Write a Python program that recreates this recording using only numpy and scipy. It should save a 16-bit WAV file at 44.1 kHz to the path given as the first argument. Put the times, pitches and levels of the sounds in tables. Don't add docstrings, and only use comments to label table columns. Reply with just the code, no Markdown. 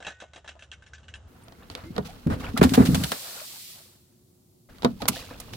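import sys
import numpy as np
from scipy import signal
from scipy.fft import rfft, irfft, next_fast_len
from scipy.io import wavfile

SR = 44100
rng = np.random.default_rng(int(sys.argv[2]) if len(sys.argv) > 2 else 0)


def dump_mix(stems):
    frames = np.atleast_2d(stems).T
    limited = np.clip(frames, -1, 1)
    pcm = np.round(limited * 32767).astype(np.int16)
    wavfile.write(sys.argv[1], SR, pcm)


N = 245195

# t/s, clink level/dB, knock level/dB
LANDINGS = [(0.0034, -44, -43), (0.025, -42, -54), (0.0485, -37.5, -46), (0.0668, -32.5, -36.5),
            (0.0813, -38, -52), (0.1044, -42, -48), (0.2015, -36, -55), (0.2225, -47, -40),
            (0.3343, -41.5, -51), (0.3598, -39.5, -42.5), (0.445, -45, -45.5), (0.4773, -35.5, -75),
            (0.4909, -40.5, -48.5), (0.554, -65, -50), (0.5927, -46, -65), (0.6231, -41.5, -54),
            (0.716, -35, -64), (0.823, -49, -75), (0.863, -45, -82), (0.9342, -38, -76), (0.9808, -50, -82),
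            (1.031, -51.5, -77), (1.0827, -42, -70), (1.1393, -36, -68)]
# f/Hz, level/dB, t60/s
JAR_MODES = [(1552, 6.5, 0.05), (1720, 5.5, 0.074), (2150, -11, 0.16), (2410, -17, .1), (2690, 7, 0.034),
             (2920, -2, 0.098), (3233, 4.5, 0.036), (3260, -14, 0.072), (3570, -13, 0.057),
             (3870, -2.5, 0.06), (5550, -15, 0.13), (6030, -11.5, 0.12), (6300, -25, 0.055),
             (6520, -14, 0.11), (7300, -30, 0.12), (7500, -29, 0.082), (7500, -28, 0.11),
             (9500, -34, 0.091), (9350, -38, .07)]
# f/Hz, level/dB, t60/s
SHARD_MODES = [(1494, -50, 0.87), (1870, -48.5, 0.53), (2520, -44, 0.25)]
# f/Hz, level/dB
CHIP_EQ = [(650, -46), (1100, -15), (1800, -4), (2270, -6), (3110, -3.5), (3960, -5), (4160, -16.5),
           (7340, -8.5), (9430, -31), (11000, -52), (14300, -82), (22000, -120)]
# f/Hz, level/dB
STEP_EQ = [(110, -49), (180, -6), (396, -9), (669, 3), (1070, -11.5), (1260, -5.5), (1500, -24),
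           (1950, -39), (3300, -120)]
# f/Hz, level/dB
STEPS_AIR_EQ = [(15, -37), (25, -13), (74, 14), (273, -10), (585, -9), (981, -14.5), (1570, -15),
                (2380, -34), (2760, -20), (3280, -25), (4630, -31), (6530, -29), (9000, -37), (11700, -74),
                (19800, -120)]
# start t/s, end t/s, first level/dB, swell/(dB/s), dryness/dB
BATCHES = [(1.275, 2.609, -7.5, 8, -0.5), (4.69, 5.6, -4, 6.5, 1)]
# t/s, rumble level/dB, slosh level/dB, scuff level/dB
LURCHES = [(1.705, -49.5, -54, -58), (1.765, -58, -49.5, -58), (1.83, -49, -60, -68),
           (1.946, -41, -59, -66), (2.044, -49, -50, -53), (2.09, -50, -69, -59), (2.305, -25, -48.5, -62),
           (2.355, -37, -54.5, -71), (2.395, -37, -45, -49.5), (2.43, -40.5, -44.5, -56),
           (2.478, -38.5, -48, -59), (4.825, -56, -67, -54), (5.001, -49, -55, -49.5),
           (5.301, -68, -48, -78), (5.524, -45, -66, -52)]
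# f/Hz, level/dB
ROLL_EQ = [(15, -37), (25, -1), (70, 1), (94, 3), (134, -5), (242, -2), (274, -4), (314, -12), (370, -13.5),
           (500, -10), (650, -40), (1100, -120)]
# f/Hz, level/dB
SLOSH_EQ = [(210, -32), (350, -11), (639, 0), (958, -3.5), (1300, -1), (1460, -2.5), (3000, -14),
            (3900, -47), (6600, -120)]
# f/Hz, level/dB
RUB_EQ = [(1120, -34), (1900, -14), (2530, -4), (4280, -4), (6620, -11.5), (10500, -15.5), (11400, -13.5),
          (15000, -19.5), (16000, -15)]
# f/Hz, level/dB
SIZZLE_EQ = [(5000, -19), (9000, -5.5), (12000, 0.5), (16000, 0.5)]
# f/Hz, level/dB
YARD_AIR_EQ = [(18, -68), (30, -33.5), (64, -13.5), (98, -5.5), (145, -8.5), (245, -11), (328, -18.5),
               (364, -4), (394, -21.5), (988, -32.5), (2540, -52), (4300, -39), (6550, -34), (11400, -34),
               (16000, -34.5)]
# t/s, length/s, first f/Hz, last f/Hz, level/dB
SQUEAKS = [(1.433, 0.015, 8500, 8960, -55.5), (1.824, 0.09, 2000, 2190, -56.5),
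           (1.835, 0.078, 291.5, 366, -41.5), (2.077, 0.048, 632, 837, -45),
           (2.564, 0.0081, 1223, 1453, -25.5), (5.002, 0.017, 914, 720, -36)]
# t/s, tick level/dB, board level/dB
BUMPS = [(1.483, -41.5, -48), (1.523, -43.5, -46.5), (1.7003, -28.5, -40.5), (1.7513, -22.5, -36),
         (1.9641, -27.5, -30.5), (1.9804, -25, -21.5), (2.570, -39.5, -30), (4.784, -42, -56),
         (4.822, -29, -40), (4.832, -34, -31.5), (4.8471, -13, -12.5), (5.0194, -23.5, -35),
         (5.0226, -29.5, -30), (5.0553, -27, -31.5), (5.311, -40, -41.5), (5.536, -28, -41.5)]
# f/Hz, level/dB, t60/s
BOARD_MODES = [(195, -7.5, 0.25), (237.7, -8, 0.2), (295, -1, 0.06), (452, -6, 0.054), (492.3, -4, 0.079),
               (693, -2.5, 0.055), (845, -6, 0.03), (1240, -11, 0.046), (1441, -5.5, 0.028),
               (1870, -7.5, 0.028), (1954, -24.5, 0.022)]
# t/s, level/dB, f/Hz, cycles to the peak, overtone level/dB
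THUDS = [(1.902, -27.5, 204, 1.1, -24), (1.984, -21.5, 221.5, 2, -4), (2.263, -10.5, 180, 0.78, -16.5),
         (2.277, -15.5, 227, 0.42, -7.5), (2.537, -20.5, 229, 2.3, -24.5), (2.594, -12.5, 163, 0.63, -21.5),
         (2.613, -3, 204.4, 1.32, -5), (2.643, -8.5, 253.7, 2.7, -21.5), (2.718, -12.5, 228, 0.81, -18),
         (2.774, -3, 243, 2.1, -9.5), (2.796, -3.5, 217.5, 2.6, -16), (2.887, -5.5, 202, 0.71, -26.5),
         (2.902, -17.5, 176, 0.8, -26.5), (2.931, -13, 159, 0.97, -20.5), (2.976, -15.5, 197, 1, -37.5),
         (3.009, -21, 194, 1.73, -33), (3.037, -23.5, 136, 1.3, -28), (4.853, -15.5, 227, 1.8, -15),
         (4.885, -28, 215, 1.6, -39), (5.027, -26, 237, 1, -21), (5.088, -20, 212, 2.05, -15.5)]
# multiple of its pitch, level/dB
OVERTONES = [(1.92, 3), (3.15, -4.5)]
# f/Hz, level/dB
QUIVER_EQ = [(45, -17), (85, 2), (130, -0.5), (270, 1.5), (340, -10), (520, -15), (750, -34.5)]
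# t/s, hiss level/dB, slap level/dB, hold/s
BURSTS = [(2.274, -56, -40, .008), (2.301, -44, -28.5, 0.042), (2.5746, -21.5, -18, 0.0022),
          (2.613, -32.5, -9.5, 0.0049), (2.628, -23, -16, 0.0096), (2.638, -26.5, -20, 0.0078),
          (2.693, -29, -47.5, .002), (2.736, -21.5, -22.5, 0.018), (2.771, -43, -24.5, .06),
          (2.853, -27, -34.5, .018), (2.9455, -22, -21.5, 0.0093), (3.036, -22.5, -31.5, 0.0074),
          (3.118, -19.5, -13.5, 0.00099)]
# f/Hz, level/dB
JET_EQ = [(1000, -2.5), (2000, 4), (3800, 8), (6000, 0), (9000, -1), (16000, -8.5)]
# f/Hz, level/dB
SLAP_EQ = [(200, -1), (400, -5), (750, 2.5), (1400, -3.5), (2200, -12.5), (4000, -29.5)]
# f/Hz, level/dB
SPRAY_EQ = [(1120, -36.5), (1900, -8.5), (2690, -5), (4280, 0.5), (6680, -5.5), (7430, -2.5), (10700, -5.5),
            (15200, -4), (16000, -18)]
# t/s, level/dB, rise/s, hold/s
RIPS = [(5.079, -13.5, 0.0096, 0.0075), (5.4008, -34.5, 0.00051, 0.0014)]
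# f/Hz, level/dB
RIP_EQ = [(350, -31), (600, -2), (1210, 1.5), (1850, -14), (2120, -4), (8860, -4.5), (9360, -2),
          (14300, -5.5), (16000, -12)]
# f/Hz, left-right correlation
AHEAD = [(100, .98), (1000, 0.67), (10000, 0.23)]
# f/Hz, left-right correlation
WIDE = [(100, 0.95), (300, 0.74), (700, 0.03), (1500, 0), (4000, 0), (16000, 0)]
# f/Hz, left-right correlation
BELOW = [(200, 0.76), (1000, 0.85), (3000, 0.089), (16000, 0.1)]

STEPS_UNTIL_S, SHOWER_AT_S = 1.285, 2.611


def amp(db):
    return 10 ** (np.asarray(db) / 20)


def rms_one(x):
    return x / np.sqrt(np.mean(x ** 2) + 1e-20)


def seconds():
    return np.arange(N) / SR


def during(start, end):
    t = seconds()
    return np.clip((t - start) / .01 + .5, 0, 1) * np.clip((end - t) / .01 + .5, 0, 1)


def surge(s, rise, hold, t60):
    age = np.maximum(seconds() - s, 0)
    return np.minimum(age / rise, 1) * np.exp(-np.log(1000) * np.clip((age - hold) / t60, 0, 10))


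def gush(s, rise, hold, t60, tail_db, tail_t60):
    return surge(s, rise, hold, t60) + amp(tail_db) * surge(s, rise, hold, tail_t60)


def drift(rate):
    knots = rng.standard_normal(int(N / SR * rate) + 2)
    return np.interp(seconds() * rate, np.arange(len(knots)), knots)


def at_hz(points, hz):
    f, value = np.transpose(points)
    return np.interp(np.log(hz), np.log(f), value)


def colour(pair, eq, image):
    size = next_fast_len(N)
    hz = np.maximum(np.fft.rfftfreq(size, 1 / SR), 1)
    octaves_outside = np.abs(np.log2(hz / np.clip(hz, eq[0][0], eq[-1][0])))
    gain = amp(at_hz(eq, hz) - 30 * octaves_outside)
    alike = np.clip(at_hz(image, hz), -1, 1)
    mid, side = rfft(pair, size) * gain * np.sqrt([1 + alike, 1 - alike])
    return rms_one(irfft([mid + side, mid - side], size)[:, :N])


def noise(eq, image):
    return colour(rng.standard_normal((2, N)), eq, image)


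def grains(per_s, spread_db):
    sizes = amp(spread_db * np.minimum(rng.exponential(1, (2, N)), 4))
    return rms_one(sizes * rng.choice([-1, 1], (2, N)) * (rng.random((2, N)) < per_s / SR))


def strikes(times, db):
    out = np.zeros(N)
    out[np.clip(np.round(times * SR).astype(int), 0, N - 1)] = amp(db)
    return out


def decays(times, db, t60):
    return signal.lfilter([1], [1, -amp(-60 / (t60 * SR))], strikes(times, db) + 1e-18)


def ring(clicks, hz, t60):
    r, w = amp(-60 / (t60 * SR)), 2 * np.pi * hz / SR
    return signal.lfilter([0, np.sin(w)], [1, -2 * r * np.cos(w), r * r], clicks + 1e-18)


def struck(modes, times, db, chatter, vary_db, width):
    out = np.zeros((2, N))
    for hz, level_db, t60 in modes:
        mid_vary, side_vary, jitter = np.clip(rng.standard_normal((len(times), 3)), -1.5, 1.5).T
        sign = rng.choice([-1, 1])
        mid = strikes(times, db + vary_db * mid_vary) * sign + chatter[0]
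        side = width * (strikes(times + jitter / hz, db + vary_db * side_vary) + chatter[1])
        out += amp(level_db) * ring(np.array([mid + side, mid - side]), hz, t60)
    return out


def pan(x, right_db):
    return x * amp([[-right_db / 2], [right_db / 2]])


def lag(x, left_late_ms):
    t, half = seconds(), left_late_ms / 2000
    return np.array([np.interp(t - half, t, x[0]), np.interp(t + half, t, x[1])])


def yard_reverb(x, wet_db, t60, dull_hz):
    t = np.arange(SR // 2) / SR
    scatter = rng.standard_normal((2, len(t))) * amp(-60 * t / t60) * (t > .006)
    bass = signal.butter(1, 500, fs=SR)
    scatter += signal.lfilter(*bass, scatter[0] - scatter)
    scatter /= np.sqrt(np.sum(scatter[0] ** 2))
    tail = signal.lfilter(*signal.butter(1, dull_hz, fs=SR), scatter)
    return x + amp(wet_db) * signal.fftconvolve(x, tail, axes=1)[:, :N]


def touches(rebound_s=0.014):
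    landings = np.array(LANDINGS)
    rebounds = landings + [0, -8, -7.5]
    rebounds[:, 0] += rebound_s * rng.uniform(.75, 1.25, len(landings))
    return np.vstack([landings, rebounds]).T


def loose_shards(times, db, t60, late_s, count):
    out, t = np.zeros((2, N)), np.arange(SR // 6) / SR
    for s, level_db, pieces in zip(times, db, rng.random((len(times), count, 3))):
        for pitch, late, side in pieces:
            hz, start = 1400 * 7 ** pitch, int((s + late_s * late ** 2) * SR)
            tone = amp(level_db - 11 * pitch - 60 * t / t60) * np.sin(2 * np.pi * hz * t)
            out[:, start:start + len(t)] += pan(tone, right_db=5.7 * (side - .5))
    return out


def jar(shard_at_s=0.054):
    times, clink_db, knock_db = touches()
    chatter = amp(-19) * decays(times, clink_db, t60=0.061) * grains(per_s=500, spread_db=4.5)
    rings = amp(-19.5) * struck(JAR_MODES, times, clink_db, chatter, vary_db=9.5, width=0.039)
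    loose = amp(-15.5) * loose_shards(times, clink_db, t60=0.057, late_s=0.024, count=18)
    shard = sum(ring(strikes(np.array([shard_at_s]), db), hz, t60) for hz, db, t60 in SHARD_MODES)
    crunch = colour(grains(per_s=1400, spread_db=2), CHIP_EQ, AHEAD)
    chips = amp(-10.5) * decays(times, clink_db, t60=0.075) * crunch
    knocks = amp(-1.5) * decays(times, knock_db, t60=0.084) * noise(STEP_EQ, AHEAD)
    high_cut = signal.butter(8, 10000, fs=SR, output="sos")
    return signal.sosfilt(high_cut, rings + loose + shard + chips + knocks)


def steps(swell_db_per_s=9.5):
    times, clink_db, _ = np.transpose(LANDINGS)
    bed_db = -63.5 + swell_db_per_s * np.minimum(seconds(), STEPS_UNTIL_S) + 0.58 * drift(rate=28)
    hum = np.sin(2 * np.pi * np.cumsum(73 + 2 * drift(rate=11.95)) / SR)
    bed = amp(bed_db) * (noise(STEPS_AIR_EQ, AHEAD) + amp(2) * hum)
    splinters = colour(grains(per_s=900, spread_db=3), CHIP_EQ, AHEAD)
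    grit = decays(times, clink_db - 31.5, t60=0.49) * splinters
    return (bed + grit) * (1 - during(STEPS_UNTIL_S, N / SR + 1))


def bubbles(per_s, cycles):
    out, t = np.zeros((2, N + SR // 20)), np.arange(SR // 20) / SR
    for when, pitch, size, side in rng.random((int(per_s * N / SR), 4)):
        hz, start = 450 * 10 ** pitch, int(when * N)
        age = t * hz / cycles
        blip = amp(-20 * np.sqrt(size) - 60 * age) * np.sin(2 * np.pi * hz * t * (1 + .15 * age))
        out[:, start:start + len(t)] += pan(blip, right_db=10 * (side - .5))
    return rms_one(out[:, :N])


def ramp():
    speed, dryness = np.zeros(N), np.ones(N)
    for start, end, db, db_per_s, dry_db in BATCHES:
        gate = during(start, end)
        speed += amp(db + db_per_s * np.clip(seconds() - start, 0, end - start)) * gate
        dryness *= amp(dry_db * gate)
    rolling = amp(-48) * speed
    sloshing = amp(-55.5) * speed / dryness
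    sliding = amp(-60) * dryness * speed ** 1.4
    for s, rumble_db, slosh_db, scuff_db in LURCHES:
        lurch = surge(s, rise=0.01, hold=0.016, t60=.16)
        rolling += amp(rumble_db) * lurch
        sloshing += amp(slosh_db) * lurch
        sliding += amp(scuff_db) * lurch
    sloshing += amp(-40.5) * surge(SHOWER_AT_S, rise=0.01, hold=0.41, t60=1.8)
    roll = rolling * amp(0.91 * drift(rate=25)) * noise(ROLL_EQ, WIDE)
    swish = amp(-1.5) * colour(grains(per_s=2300, spread_db=0.5), SLOSH_EQ, WIDE)
    slosh = sloshing * amp(3.6 * drift(rate=19)) * (swish + amp(-5) * bubbles(per_s=260, cycles=38))
    flutter = amp(1.5 + 2 * drift(rate=70))
    rub = sliding * flutter * colour(grains(per_s=6900, spread_db=4), RUB_EQ, WIDE)
    sizzle = colour(grains(per_s=3000, spread_db=4.5), SIZZLE_EQ, WIDE)
    rub += amp(-66.5) * speed * dryness ** 2 * sizzle
    return roll + slosh + pan(rub, right_db=4)


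def yard_air():
    return amp(-60) * noise(YARD_AIR_EQ, WIDE) * during(STEPS_UNTIL_S, N / SR + 1)


def squeaks():
    out, waver = np.zeros(N), 1 + .022 * drift(rate=400)
    for s, length, first_hz, last_hz, db in SQUEAKS:
        along = np.clip((seconds() - s) / length, 0, 1)
        hz = (first_hz + (last_hz - first_hz) * along) * waver
        out += amp(db) * np.sin(np.pi * along) * np.sin(2 * np.pi * np.cumsum(hz) / SR)
    return out


def bumps():
    times, tick_db, board_db = np.transpose(BUMPS)
    rattle = amp(-22) * decays(times, board_db, t60=0.038) * grains(per_s=600, spread_db=3)
    board = amp(-6) * struck(BOARD_MODES, times, board_db, rattle, vary_db=5.5, width=0.19)
    body = noise([(170, -13), (450, -2), (800, -5), (1300, -11.5)], WIDE)
    wobble = amp(-1.5) * decays(times, board_db, t60=0.068) * body
    tick = noise([(600, -4), (1300, -1), (2400, -2.5), (4000, 4.5), (6500, -12), (10000, -17),
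                  (16000, -26.5)], BELOW)
    snap = decays(times, tick_db, t60=0.013) + amp(-16.5) * decays(times, tick_db, t60=0.071)
    return lag(board + wobble, left_late_ms=-0.19) + pan(amp(-4.5) * snap * tick, right_db=4)


def swing(s, hz, cycles_to_peak):
    out, near = np.zeros(N), slice(int(s * SR), int(s * SR) + SR // 8)
    cycles = np.maximum(seconds()[near] - s, 0) * hz
    swell = cycles / cycles_to_peak
    out[near] = (swell * np.exp(1 - swell)) ** 3 * np.sin(2 * np.pi * cycles)
    return out


def thuds(overtone_span=.75, slump_late_s=.009, quiver_t60=0.35):
    out = np.zeros(N)
    for s, peak_db, hz, cycles_to_peak, overtones_db in THUDS:
        upper = sum(amp(overtones_db + db) * swing(s, hz * ratio, cycles_to_peak * ratio * overtone_span)
                    for ratio, db in OVERTONES)
        slump = amp(-11) * swing(s + slump_late_s, hz * .56, cycles_to_peak=1.2)
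        out += amp(peak_db) * (swing(s, hz, cycles_to_peak) + upper + slump)
    times, peak_db = np.transpose(THUDS)[:2]
    quiver_power = decays(times + slump_late_s, 2 * (peak_db - 14.5), quiver_t60 / 2)
    return lag([out, out], left_late_ms=.42) + np.sqrt(quiver_power) * noise(QUIVER_EQ, WIDE)


def bursts(rise_s=.0006):
    hiss_level, slap_level = np.zeros(N), np.zeros(N)
    for s, hiss_db, slap_db, hold in BURSTS:
        jet = gush(s, rise_s, hold, t60=0.036, tail_db=-11.5, tail_t60=.13)
        crack = amp(-11.5) * surge(s, rise_s, hold=0.001, t60=.012)
        hiss_level += amp(hiss_db) * (jet + crack)
        slap_level += amp(slap_db) * jet
    hiss = amp(-5.5) * hiss_level * colour(grains(per_s=4200, spread_db=3), JET_EQ, BELOW)
    slap = amp(-6.5) * slap_level * colour(grains(per_s=3000, spread_db=1.5), SLAP_EQ, AHEAD)
    return pan(hiss, right_db=2) + pan(lag(slap, left_late_ms=0.51), right_db=1)


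def shower(build_s=0.5, flight_s=0.61, mist_db=-72.5):
    drops = colour(grains(per_s=16000, spread_db=3.5), SPRAY_EQ, WIDE)
    past_peak = seconds() - SHOWER_AT_S - build_s
    build_db = 11.5 * np.minimum(past_peak, 0)
    thin_db = -12 * np.clip(past_peak, 0, flight_s)
    stop_db = -71 * np.maximum(past_peak - flight_s, 0)
    level = np.hypot(amp(-37 + build_db + thin_db + stop_db), amp(mist_db))
    return pan(level * drops, right_db=0.5) * during(SHOWER_AT_S, BATCHES[1][0])


def rips():
    level = sum(amp(db) * gush(s, rise, hold, t60=0.017, tail_db=-7, tail_t60=0.056)
                for s, db, rise, hold in RIPS)
    return level * pan(colour(grains(per_s=14000, spread_db=1.5), RIP_EQ, BELOW), right_db=3)


def spill():
    envelope = dict(s=5.11, rise=.02, hold=0.067, t60=0.39)
    gurgle = amp(-3) * bubbles(per_s=370, cycles=39)
    spatter = amp(-4.5) * colour(grains(per_s=370, spread_db=2.5), RUB_EQ, WIDE)
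    flow = gush(**envelope, tail_db=-7.5, tail_t60=3.5)
    spray = amp(1) * surge(**envelope) * colour(grains(per_s=3800, spread_db=4), RUB_EQ, WIDE)
    return amp(-42.5) * pan(flow * (gurgle + spatter) + spray, right_db=2)


def scene():
    glass = yard_reverb(jar(), wet_db=-22, t60=0.58, dull_hz=4000)
    hits = bumps() + thuds() + bursts() + rips() + squeaks()
    balloons = yard_reverb(hits, wet_db=-13, t60=0.12, dull_hz=1987)
    return glass + steps() + balloons + ramp() + yard_air() + spill() + shower()


def record(dry):
    high_cut = signal.ellip(10, .1, 80, 16100, fs=SR, output="sos")
    return signal.sosfilt(high_cut, np.clip(dry, -1, 1))


dry = scene()
out = record(dry)
dump_mix(out)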